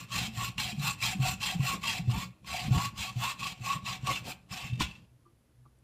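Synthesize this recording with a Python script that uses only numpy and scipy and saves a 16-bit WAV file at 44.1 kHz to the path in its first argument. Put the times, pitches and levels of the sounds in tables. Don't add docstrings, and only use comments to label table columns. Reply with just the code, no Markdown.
import sys
import numpy as np
from scipy import signal
from scipy.fft import rfft, irfft, next_fast_len
from scipy.io import wavfile
from scipy.ndimage import uniform_filter1d

SR = 44100
rng = np.random.default_rng(int(sys.argv[2]) if len(sys.argv) > 2 else 0)


def materialize(psi):
    bounded = np.clip(np.atleast_2d(psi).T, -1, 1)
    quanta = np.round(bounded * 32767).astype(np.int16)
    wavfile.write(sys.argv[1], SR, quanta)


def amplitude_ratio(level_db):
    exponent = np.asarray(level_db, float) / 20
    return 10 ** exponent


N = 257499


def evened(x):
    return x / np.sqrt(np.mean(x ** 2) + 1e-20)


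def steadied(x, share=.6):
    slow_power = uniform_filter1d(x ** 2, size=1300) + 0.017
    return evened(x / slow_power ** (share / 2))


def noise():
    return rng.standard_normal(N)


def seconds():
    return np.arange(N) / SR


def read(points, hz):
    f, value = np.transpose(points)
    return np.interp(np.log(hz + 1), np.log(f + 1), value)


def add(mix, start_s, sound):
    part = mix[max(round(start_s * SR), 0):][:len(sound)]
    part += sound[:len(part)]


def resonate(x, hz, width):
    r = np.exp(-np.pi * width / SR)
    if np.ndim(hz) == 0:
        return 2 * signal.lfilter([1 - r], [1, -r * np.exp(2j * np.pi * hz / SR)], x).real
    turn = np.exp(2j * np.pi * np.cumsum(hz) / SR)
    return 2 * (turn * signal.lfilter([1 - r], [1, -r], x / turn)).real


def ring(x, modes):
    total = 0
    for hz, width, db in modes:
        total = total + amplitude_ratio(db) * evened(resonate(resonate(x, hz, width), hz, 3 * width))
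    return evened(total)


def colour(x, points):
    size = next_fast_len(len(x))
    gain = amplitude_ratio(read(points, np.fft.rfftfreq(size, 1 / SR)))
    return irfft(rfft(x, size) * gain, size)[:len(x)]


def flutter(hz):
    slow = signal.butter(N=2, Wn=hz, fs=SR / 16, output="sos")
    coarse = signal.sosfilt(slow, rng.standard_normal(N // 16 + 2))
    return evened(np.interp(np.arange(N) / 16, np.arange(len(coarse)), coarse))


def ping(db, hz, rise, t60):
    t = np.arange(round(.6 * SR)) / SR
    fade = amplitude_ratio(db - 60 * t / max(t60, .005))
    return fade * np.sin(2 * np.pi * hz * t) * (1 - np.exp(-t / max(rise, 1e-4)))


def swell(t, s, db, rise, fall):
    return amplitude_ratio(db - np.where(t < s, rise * (s - t), fall * (t - s)))


def held(t, rows, rise, sag, fall):
    total = 0
    for s, length, db in rows:
        total = total + swell(t, s, db, rise, sag) * swell(t, s + length, 0, 0, fall - sag)
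    return total


# [teeth_bite_s, hardest_s, let_go_s, effort_db, run_up_s]
STROKES = [(0.0, 0, 0.044, -45, 0.03), (0.12, 0.193, 0.273, -34.5, 0.038), (0.374, 0.445, 0.487, -36, 0.06),
           (0.583, 0.6, 0.714, -35, 0.011), (0.837, 0.879, 0.92, -32.5, 0.083),
           (1.023, 1.045, 1.131, -32.5, 0.036), (1.229, 1.281, 1.335, -34, 0.048),
           (1.419, 1.463, 1.542, -34.5, 0.027), (1.648, 1.692, 1.752, -32.5, 0.089),
           (1.838, 1.894, 1.99, -34.5, 0.035), (2.115, 2.212, 2.255, -38.5, 0.056),
           (2.477, 2.548, 2.678, -38, 0.033), (2.728, 2.837, 2.877, -35.5, 0.035),
           (2.98, 3.03, 3.095, -37, 0.034), (3.211, 3.26, 3.32, -33.5, 0.073),
           (3.401, 3.476, 3.526, -38.5, 0.032), (3.651, 3.705, 3.761, -35, 0.064),
           (3.859, 3.88, 3.957, -35.5, 0.032), (4.068, 4.09, 4.182, -32.5, 0.046),
           (4.256, 4.31, 4.326, -43.5, 0.04), (4.512, 4.531, 4.69, -38, 0.025),
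           (4.801, 4.82, 4.845, -29.5, 0.014)]
# [start_s, length_s, level_db]
VISE_RINGS = [(0.224, 0.047, -50.5), (0.38, 0.03, -52.5), (0.527, 0.008, -65.8), (0.662, 0.047, -46.5),
              (0.818, 0.0, -49.5), (1.082, 0.058, -50), (1.245, 0.052, -37.5), (1.532, 0.0011, -43.5),
              (1.635, 0.038, -46.5), (1.722, 0.031, -61), (1.952, 0.044, -46.5), (2.1, 0.12, -54.5),
              (2.54, 0.12, -41.5), (2.74, 0.068, -44.5), (3.052, 0.032, -51), (3.193, 0, -50),
              (3.467, 0.091, -56.9), (3.646, 0, -55.4), (3.935, 0.014, -51.5), (4.086, 0.037, -44),
              (4.292, 0.012, -46), (4.544, 0.12, -53)]
# [start_s, length_s, level_db]
FRAME_RINGS = [(0.016, 0.011, -51), (0.14, 0.02, -40), (0.391, 0.094, -43), (0.601, 0.002, -40.5),
               (0.82, 0.0091, -52.5), (0.878, 0.028, -41), (1.03, 0.018, -43.5), (1.219, 0.02, -48.5),
               (1.293, 0.024, -44), (1.419, 0.136, -50.5), (1.692, 0.056, -33.5), (1.848, 0.006, -43.5),
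               (1.906, 0.004, -48.5), (2.131, 0.11, -46.5), (2.496, 0.19, -49.5), (2.75, 0.134, -38.5),
               (2.836, 0.024, -44), (2.985, 0.002, -48.5), (3.055, 0.004, -54), (3.095, 0.002, -45.5),
               (3.22, 0.11, -38.5), (3.422, 0.056, -41.5), (3.66, 0.12, -38), (3.709, 0.0022, -34),
               (3.875, 0.046, -41.5), (4.087, 0.02, -28.5), (4.528, 0.039, -54), (4.614, 0.053, -51)]
# [time_s, level_db]
LEAN = [
    (0, 2.5),
    (.75, 1),
    (1.3, 0),
    (2.1, 1.5),
    (2.6, -4.5),
    (3.3, -2.5),
    (4.1, -0.5),
    (4.3, -9),
    (4.6, -1.5),
]
# [time_s, foot_db, bench_top_db]
SKIDS = [
    (1.75, -37, -68.5),
    (2.11, -65.5, -46),
    (2.74, -44, -35.5),
    (2.755, -63, -39.5),
    (3.76, -48, -65),
    (4.111, -36.5, -50.5),
    (4.282, -40, -72),
    (4.81, -56, -47.5),
]


def arm():
    t = np.arange(0, N + 64, 64) / SR
    bite_db, run_up_db = -6, 25.5
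    let_go_db, lift_db_per_s = -8.5, 476.5
    scrape = np.full(len(t), 1e-7)
    for bite, hardest, go, db, run_up in STROKES:
        times = [bite - 8 * run_up, bite, hardest, go, go + 1]
        levels = [bite_db - 8 * run_up_db, bite_db, 0, let_go_db, let_go_db - lift_db_per_s]
        cut = amplitude_ratio(np.interp(t, times, levels))
        drag_db, drag_db_per_s = (-17, 145) if go >= STROKES[-2][2] else (-25, 110)
        drag = swell(t, go, drag_db, 0, drag_db_per_s) * (t > go)
        scrape += amplitude_ratio(db) * np.maximum(cut, drag)
    vise = scrape * amplitude_ratio(-27.5) + held(t, VISE_RINGS, rise=501, sag=62.5, fall=449.5)
    frame_ring = scrape * amplitude_ratio(-21) + held(t, FRAME_RINGS, rise=750, sag=60, fall=600)
    effort = uniform_filter1d(scrape, size=70) / amplitude_ratio(-38)
    shake = amplitude_ratio(-44.5 + np.interp(t, *np.transpose(LEAN))) * effort ** 0.4
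    rattle = amplitude_ratio(-56) * (scrape / amplitude_ratio(-40.5)) ** 0.26
    for s, foot_db, top_db in SKIDS:
        shake = shake + swell(t, s, top_db, rise=250, fall=133.5)
        rattle = rattle + swell(t, s, foot_db, rise=353.5, fall=353.5)
    stroke_times = np.ravel([(row[0], row[2]) for row in STROKES])
    pushing = np.repeat(1 - np.arange(len(STROKES)) % 2, 2)
    push = np.interp(t, stroke_times, pushing)
    curves = [np.interp(seconds(), t, 20 * np.log10(abs(c) + 1e-9))
              for c in (scrape, vise, frame_ring, shake, rattle)]
    return curves, np.interp(seconds(), t, push)


SPAN_DB = [-77, -72, -54, -71, -46.5, -49, -48.5, -74, -47.5, -49.5, -46.5, -52.5, -42, -56, -43.5, -76,
           -46, -67, -47.5, -55, -67, -80]


def span(early_s=.015, late_s=.01):
    gain, starts, ends = np.zeros(N), [], []
    for k, (bite, hardest, go, _, _) in enumerate(STROKES):
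        pulling = k % 2
        last = go if pulling else min(go, hardest + .05)
        start, end = bite - early_s, last + late_s
        add(gain, start, amplitude_ratio(SPAN_DB[k]) * signal.windows.tukey(round((end - start) * SR), .7))
        starts.append(start)
        ends.append(end)
    push_then_pull_hz = (771.6, 1179, 1003.5, 744.5)
    glide_hz = np.resize(push_then_pull_hz, 2 * len(STROKES))
    return np.interp(seconds(), np.ravel([starts, ends], "F"), glide_hz), gain


def teeth(hz, jitter=.05, uneven_db=4):
    turns = np.cumsum(hz * (1 + jitter * flutter(300))) / SR
    ticks = np.diff(np.floor(turns), prepend=0)
    return evened(ticks * amplitude_ratio(uneven_db * noise()))


def patchy(x, narrow_db, wide_db):
    z = signal.stft(x, nperseg=1024, noverlap=768)[2]
    thin, broad = rng.standard_normal((z.shape[1], z.shape[0], 2)).T
    thin = evened(uniform_filter1d(uniform_filter1d(thin, size=2, axis=0), size=9, axis=1))
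    broad = evened(uniform_filter1d(uniform_filter1d(broad, size=14, axis=0), size=6, axis=1))
    z = z * amplitude_ratio(narrow_db * thin + wide_db * broad)
    return signal.istft(z, nperseg=1024, noverlap=768)[1][:N]


# [pitch_hz, level_db]
SCRAPE = [(150, -45), (250, -36.5), (553, -14), (742, -15.5), (809, -2), (1080, -5), (1530, -7.5),
          (2710, 4.5), (3060, 0), (6310, -9.5), (7510, -10.5), (10600, -21.5), (15500, -21)]
# [pitch_hz, width_hz, pull_db, push_db]
BLADE = [(1390, 32, -20.5, -5.5), (2308, 29, -0.5, -23), (2515, 22, -1.5, -3), (2660, 37, 2.5, 4),
         (3110, 70, -6.5, -17.5), (3237, 20, 6, -12.5), (3510, 90, -10, -11), (3940, 140, -6.5, -20),
         (4170, 79, -5, -6), (4870, 160, -8.5, -25.5), (5636, 74, -13, -15), (5980, 61, -25.5, -19),
         (6900, 56, -12.5, -12), (7334, 180, -10.5, -7.5), (7600, 28, -4.5, -7), (8190, 12, -25.5, -3.5),
         (12600, 140, -28.5, -13.5), (13750, 450, -37.5, -20.5)]
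# [time_s, peak_db, ring_hz]
CATCHES = [(0.105, -33, 1106), (0.117, -40, 1170), (0.581, -16.5, 2786), (0.796, -29.5, 3940),
           (0.874, -32, 2760), (1.0045, -27.5, 2661), (1.0251, -14.5, 2405), (1.0644, -31, 3280),
           (1.4043, -33, 2655), (1.429, -17, 2710), (1.6053, -30, 1085), (1.6725, -14, 2681),
           (1.838, -19, 1132), (1.8775, -17.5, 2787), (1.8956, -15, 3260), (2.0963, -29.5, 1094),
           (2.4457, -38.5, 1081), (2.9625, -37, 1135), (3.2377, -21.5, 1050), (3.701, -25, 1115),
           (3.863, -20.5, 2661), (4.0719, -14, 1119), (4.092, -20, 1078), (4.1324, -22, 3487),
           (4.1729, -21, 2660), (4.5099, -40, 2690), (4.8036, -21, 3500), (4.8153, -26, 2620),
           (4.9119, -30.5, 2660)]
# [time_s, treble_db, ringing_db]
BITE = [
    (0, 1, 3.5),
    (1.2, 1, 7.5),
    (2.2, 0, 1.7),
    (3.2, 1, 3),
    (3.9, -6.5, 2),
    (4.18, -4, -1.5),
    (4.29, 10, 6),
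    (4.601, -3.5, -5.5),
    (4.95, -6.5, -4),
]


def blade(scrape_db, teeth_hz, push):
    chips = noise() * amplitude_ratio(0.5 * flutter(420) + 0.81 * flutter(40))
    drive = evened(chips) + 0.19 * teeth(teeth_hz)
    broad = amplitude_ratio(-2) * evened(patchy(colour(drive, SCRAPE), narrow_db=3.6, wide_db=1.7))
    force, rings = amplitude_ratio(scrape_db) * drive, np.zeros(N)
    for s, db, hz in CATCHES:
        burst_fade = amplitude_ratio(db - 14 - 60 * np.arange(1500) / SR / 0.013)
        add(force, s, burst_fade * rng.standard_normal(1500))
        add(rings, s, ping(db - 8, hz, rise=0.0015, t60=0.054))
    modes = np.zeros(N)
    for hz, width, pull_db, push_db in BLADE:
        mode_db = pull_db + (push_db - pull_db) * push + 3.0 * flutter(20)
        level = amplitude_ratio(mode_db) * np.sqrt(width / 40)
        modes += level * resonate(force, hz, width) * np.sqrt(SR / width / np.pi / 2)
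    s, treble_db, ringing_db = np.transpose(BITE)
    treble_db = np.interp(seconds(), s, treble_db)
    ringing_db = np.interp(seconds(), s, ringing_db)
    loudness = np.sqrt(abs(uniform_filter1d(force ** 2, size=120)))
    steel = amplitude_ratio(ringing_db - 16) * modes + broad * loudness
    treble = colour(steel, [(6000, -27.5), (10000, -8.0)])
    return rings + steel + treble * (amplitude_ratio(treble_db) - 1)


# [pitch_hz, width_hz, level_db]
VISE = [(730.4, 40, 13.5), (751.7, 13, 9)]
# [pitch_hz, width_hz, level_db]
FRAME = [(1109.8, 32.4, 28.5), (1153, 120, 4.5), (1040, 50, 2.5), (970, 34, -9.5)]
# [multiple, width_hz, level_db]
SPAN_ORDERS = [(1, 65, 1), (.8, 39, -12.5), (3.4, 119, -18), (4.6, 160, -21.5)]


def frame(vise_db, frame_db, span_hz, span_gain):
    drive = 0.22 * teeth(span_hz) + noise()
    glide = 0
    for multiple, width, db in SPAN_ORDERS:
        hz = multiple * span_hz
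        tone = steadied(resonate(resonate(drive, hz, width), hz, width))
        glide = glide + amplitude_ratio(db + 2.5 * flutter(29)) * tone
    vise = steadied(ring(drive, VISE)) * amplitude_ratio(vise_db + 2 * flutter(30))
    frame_ring = steadied(ring(drive, FRAME)) * amplitude_ratio(frame_db + 2 * flutter(27))
    return vise + frame_ring + glide * span_gain


# [pitch_hz, width_hz, level_db]
BENCH = [(66.18, 19, 1.5), (95.2, 11, 2), (119.9, 13.6, 7.5), (168.4, 22.2, 5), (187.4, 17, -4.5)]
# [pitch_hz, width_hz, level_db]
FOOT = [(260.5, 97, 0), (343.5, 190, -3.5), (504, 180, -1)]
# [time_s, peak_db, pitch_hz, t60_s]
THUMPS = [(0.147, -35, 112.5, 0.21), (0.277, -37.5, 220, 0.24), (0.373, -25, 123.4, 0.12),
          (0.585, -23, 124, 0.047), (0.728, -27.5, 202, 0.094), (0.773, -29.5, 143.6, 0.5),
          (1.017, -37, 124, 0.36), (1.149, -29.5, 189, 0.21), (1.193, -19.5, 131.7, 0.24),
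          (1.331, -27.5, 191.5, 0.078), (1.55, -24, 169.7, 0.12), (1.595, -17.5, 133.7, 0.17),
          (1.74, -37, 194, 0.19), (1.992, -24.5, 170, 0.11), (2.075, -18.5, 119.9, 0.22),
          (2.222, -36, 183, 0.2), (2.651, -27, 146.3, 0.16), (2.708, -13, 127.5, 0.13),
          (2.862, -29, 118.1, 0.1), (3.158, -27, 121.9, 0.28), (3.605, -31.5, 120.3, 0.2),
          (3.753, -32.5, 149.7, 0.13), (4.032, -25.5, 130, 0.14), (4.103, -34, 132, 0.15),
          (4.269, -45, 135, 0.24), (4.699, -32, 125.1, 0.22), (4.724, -23.5, 123.3, 0.15),
          (4.803, -33, 186, 0.12)]


def bench(shake_db, rattle_db):
    booms, jolt = np.zeros(N), amplitude_ratio(shake_db - 0.5 + 3.73 * flutter(11.8))
    rise_s = .006
    for s, db, hz, t60 in THUMPS:
        add(booms, s, ping(db + 3.0, hz, rise_s, t60))
        add(booms, s, ping(db - 9.5, 1.515 * hz, rise_s, 0.34 * t60))
        add(jolt, s, abs(ping(db - 10, hz, 2 * rise_s, t60)))
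    foot = ring(noise(), FOOT) * amplitude_ratio(rattle_db - 8.0 + 2.0 * flutter(21))
    return booms + uniform_filter1d(jolt, size=360) * ring(noise(), BENCH) + foot


# [pitch_hz, t60_s]
ROOM = [(200, 0.2), (1000, 0.49), (4000, 0.2), (12000, 0.11)]


def room(x):
    taps = np.zeros(SR // 2)
    at = np.arange(300, len(taps) - 20, 20)
    taps[at + rng.integers(0, 20, len(at))] = rng.choice([-1., 1.], len(at))
    hz, t, z = signal.stft(taps, SR, nperseg=256)
    fade = amplitude_ratio(-60 * t / read(ROOM, hz)[:, None])
    tail = signal.istft(z * fade, SR, nperseg=256)[1]
    return signal.fftconvolve(x, tail / np.linalg.norm(tail))[:N]


# [pitch_hz, level_db]
AIR = [(15, -24), (25, -4.5), (133, 3.5), (188, -4.5), (359, -9.5), (509, -11), (582, -13), (722, -16.5),
       (7700, -29), (9050, -28.5), (9810, -32), (10900, -25.5), (15500, -37.5)]
# [pitch_hz, width_hz, level_db]
HUM = [(62.4, 7.4, -72.5), (124, 6.6, -65), (236.5, 15, -80), (303, 14, -82.5), (9240, 250, -95),
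       (11000, 90, -89.5)]


def workshop_air():
    hiss = colour(noise(), AIR)
    highpass = signal.butter(N=4, Wn=300, btype="high", fs=SR, output="sos")
    above = signal.sosfilt(highpass, hiss)
    hum = sum(amplitude_ratio(db) * ring(noise(), [(hz, width, 0)]) for hz, width, db in HUM)
    return amplitude_ratio(-75) * hiss / above.std() + hum


# [pitch_hz, level_db, t60_s]
KNOCK = [(63, -28.5, 0.25), (186, -13.5, 0.061), (1026, -9.5, 0.02), (1445, -34, 0.14), (2760, -39.5, 0.32),
         (3110, -38, 0.15), (3380, -37, 0.27), (3600, -39, .2), (3810, -33.5, 0.13)]
# [time_s, level_db, pitch_hz, rise_s, t60_s]
TAPS = [
    (5.25, -50, 1180, 0.011, 0.1),
    (5.255, -64, 1000, .012, 0.09),
    (5.255, -53.5, 341, 0.016, 0.15),
    (5.654, -51.5, 1170, 0.0014, 0.069),
    (5.652, -60, 840, 0.0019, 0.065),
    (5.66, -57, 320, 0.0095, 0.091),
    (5.788, -61, 8400, .0002, .006),
    (4.679, -44.5, 2680, .04, 0.57),
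]


def knocks():
    out = np.zeros(N)
    for hz, db, t60 in KNOCK:
        add(out, 4.806, ping(db, hz, rise=0.0048, t60=t60))
    for s, db, hz, rise, t60 in TAPS:
        add(out, s, ping(db, hz, rise, t60))
    return out * (1 + .5 * flutter(100))


# [time_s, level_db]
CHATTER = [
    (4.7, -39.5),
    (4.733, -39),
    (4.754, -39.5),
    (4.775, -44),
    (4.845, -40),
    (4.866, -38),
    (4.897, -44),
    (4.952, -44.5),
    (4.985, -57),
]
# [pitch_hz, level_db, t60_s]
SLOT = [(2660, -2.5, 0.06), (3640, -11.5, .06), (3050, -13, .04), (2340, -12, .04)]


def chatter():
    out, t = np.zeros(N), np.arange(4000) / SR
    for s, db in CHATTER:
        rasp = evened(colour(rng.standard_normal(len(t)), SCRAPE))
        add(out, s, amplitude_ratio(db - 14 - 60 * t / 0.097) * rasp)
        for hz, mode_db, t60 in SLOT:
            uneven_db = 2.1 * rng.standard_normal()
            add(out, s, ping(db + mode_db + uneven_db, hz, rise=0.0013, t60=t60))
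    return out


def scene():
    (scrape_db, vise_db, frame_db, shake_db, rattle_db), push = arm()
    stopped = 1. * (seconds() > 5.12)
    stop_db = -80 * uniform_filter1d(stopped, size=4000)
    span_hz, span_gain = span()
    saw = blade(scrape_db + stop_db, span_hz, push)
    rings = frame(vise_db + stop_db, frame_db + stop_db, span_hz, span_gain) + knocks()
    echo = amplitude_ratio(-17.5) * room(saw + amplitude_ratio(-7.5) * rings)
    wood = bench(shake_db + stop_db, rattle_db + stop_db)
    return (saw + rings + echo + wood + workshop_air() + chatter())[None]


def band_limit(x):
    return signal.sosfilt(signal.butter(12, 16000, fs=SR, output="sos"), x)


def record(dry):
    lowpass = signal.firwin(511, 15350, window=("kaiser", 9), fs=SR)
    mix = signal.oaconvolve(dry, lowpass[None], "same")
    return band_limit(mix)


dry = scene()
out = record(dry)
materialize(out)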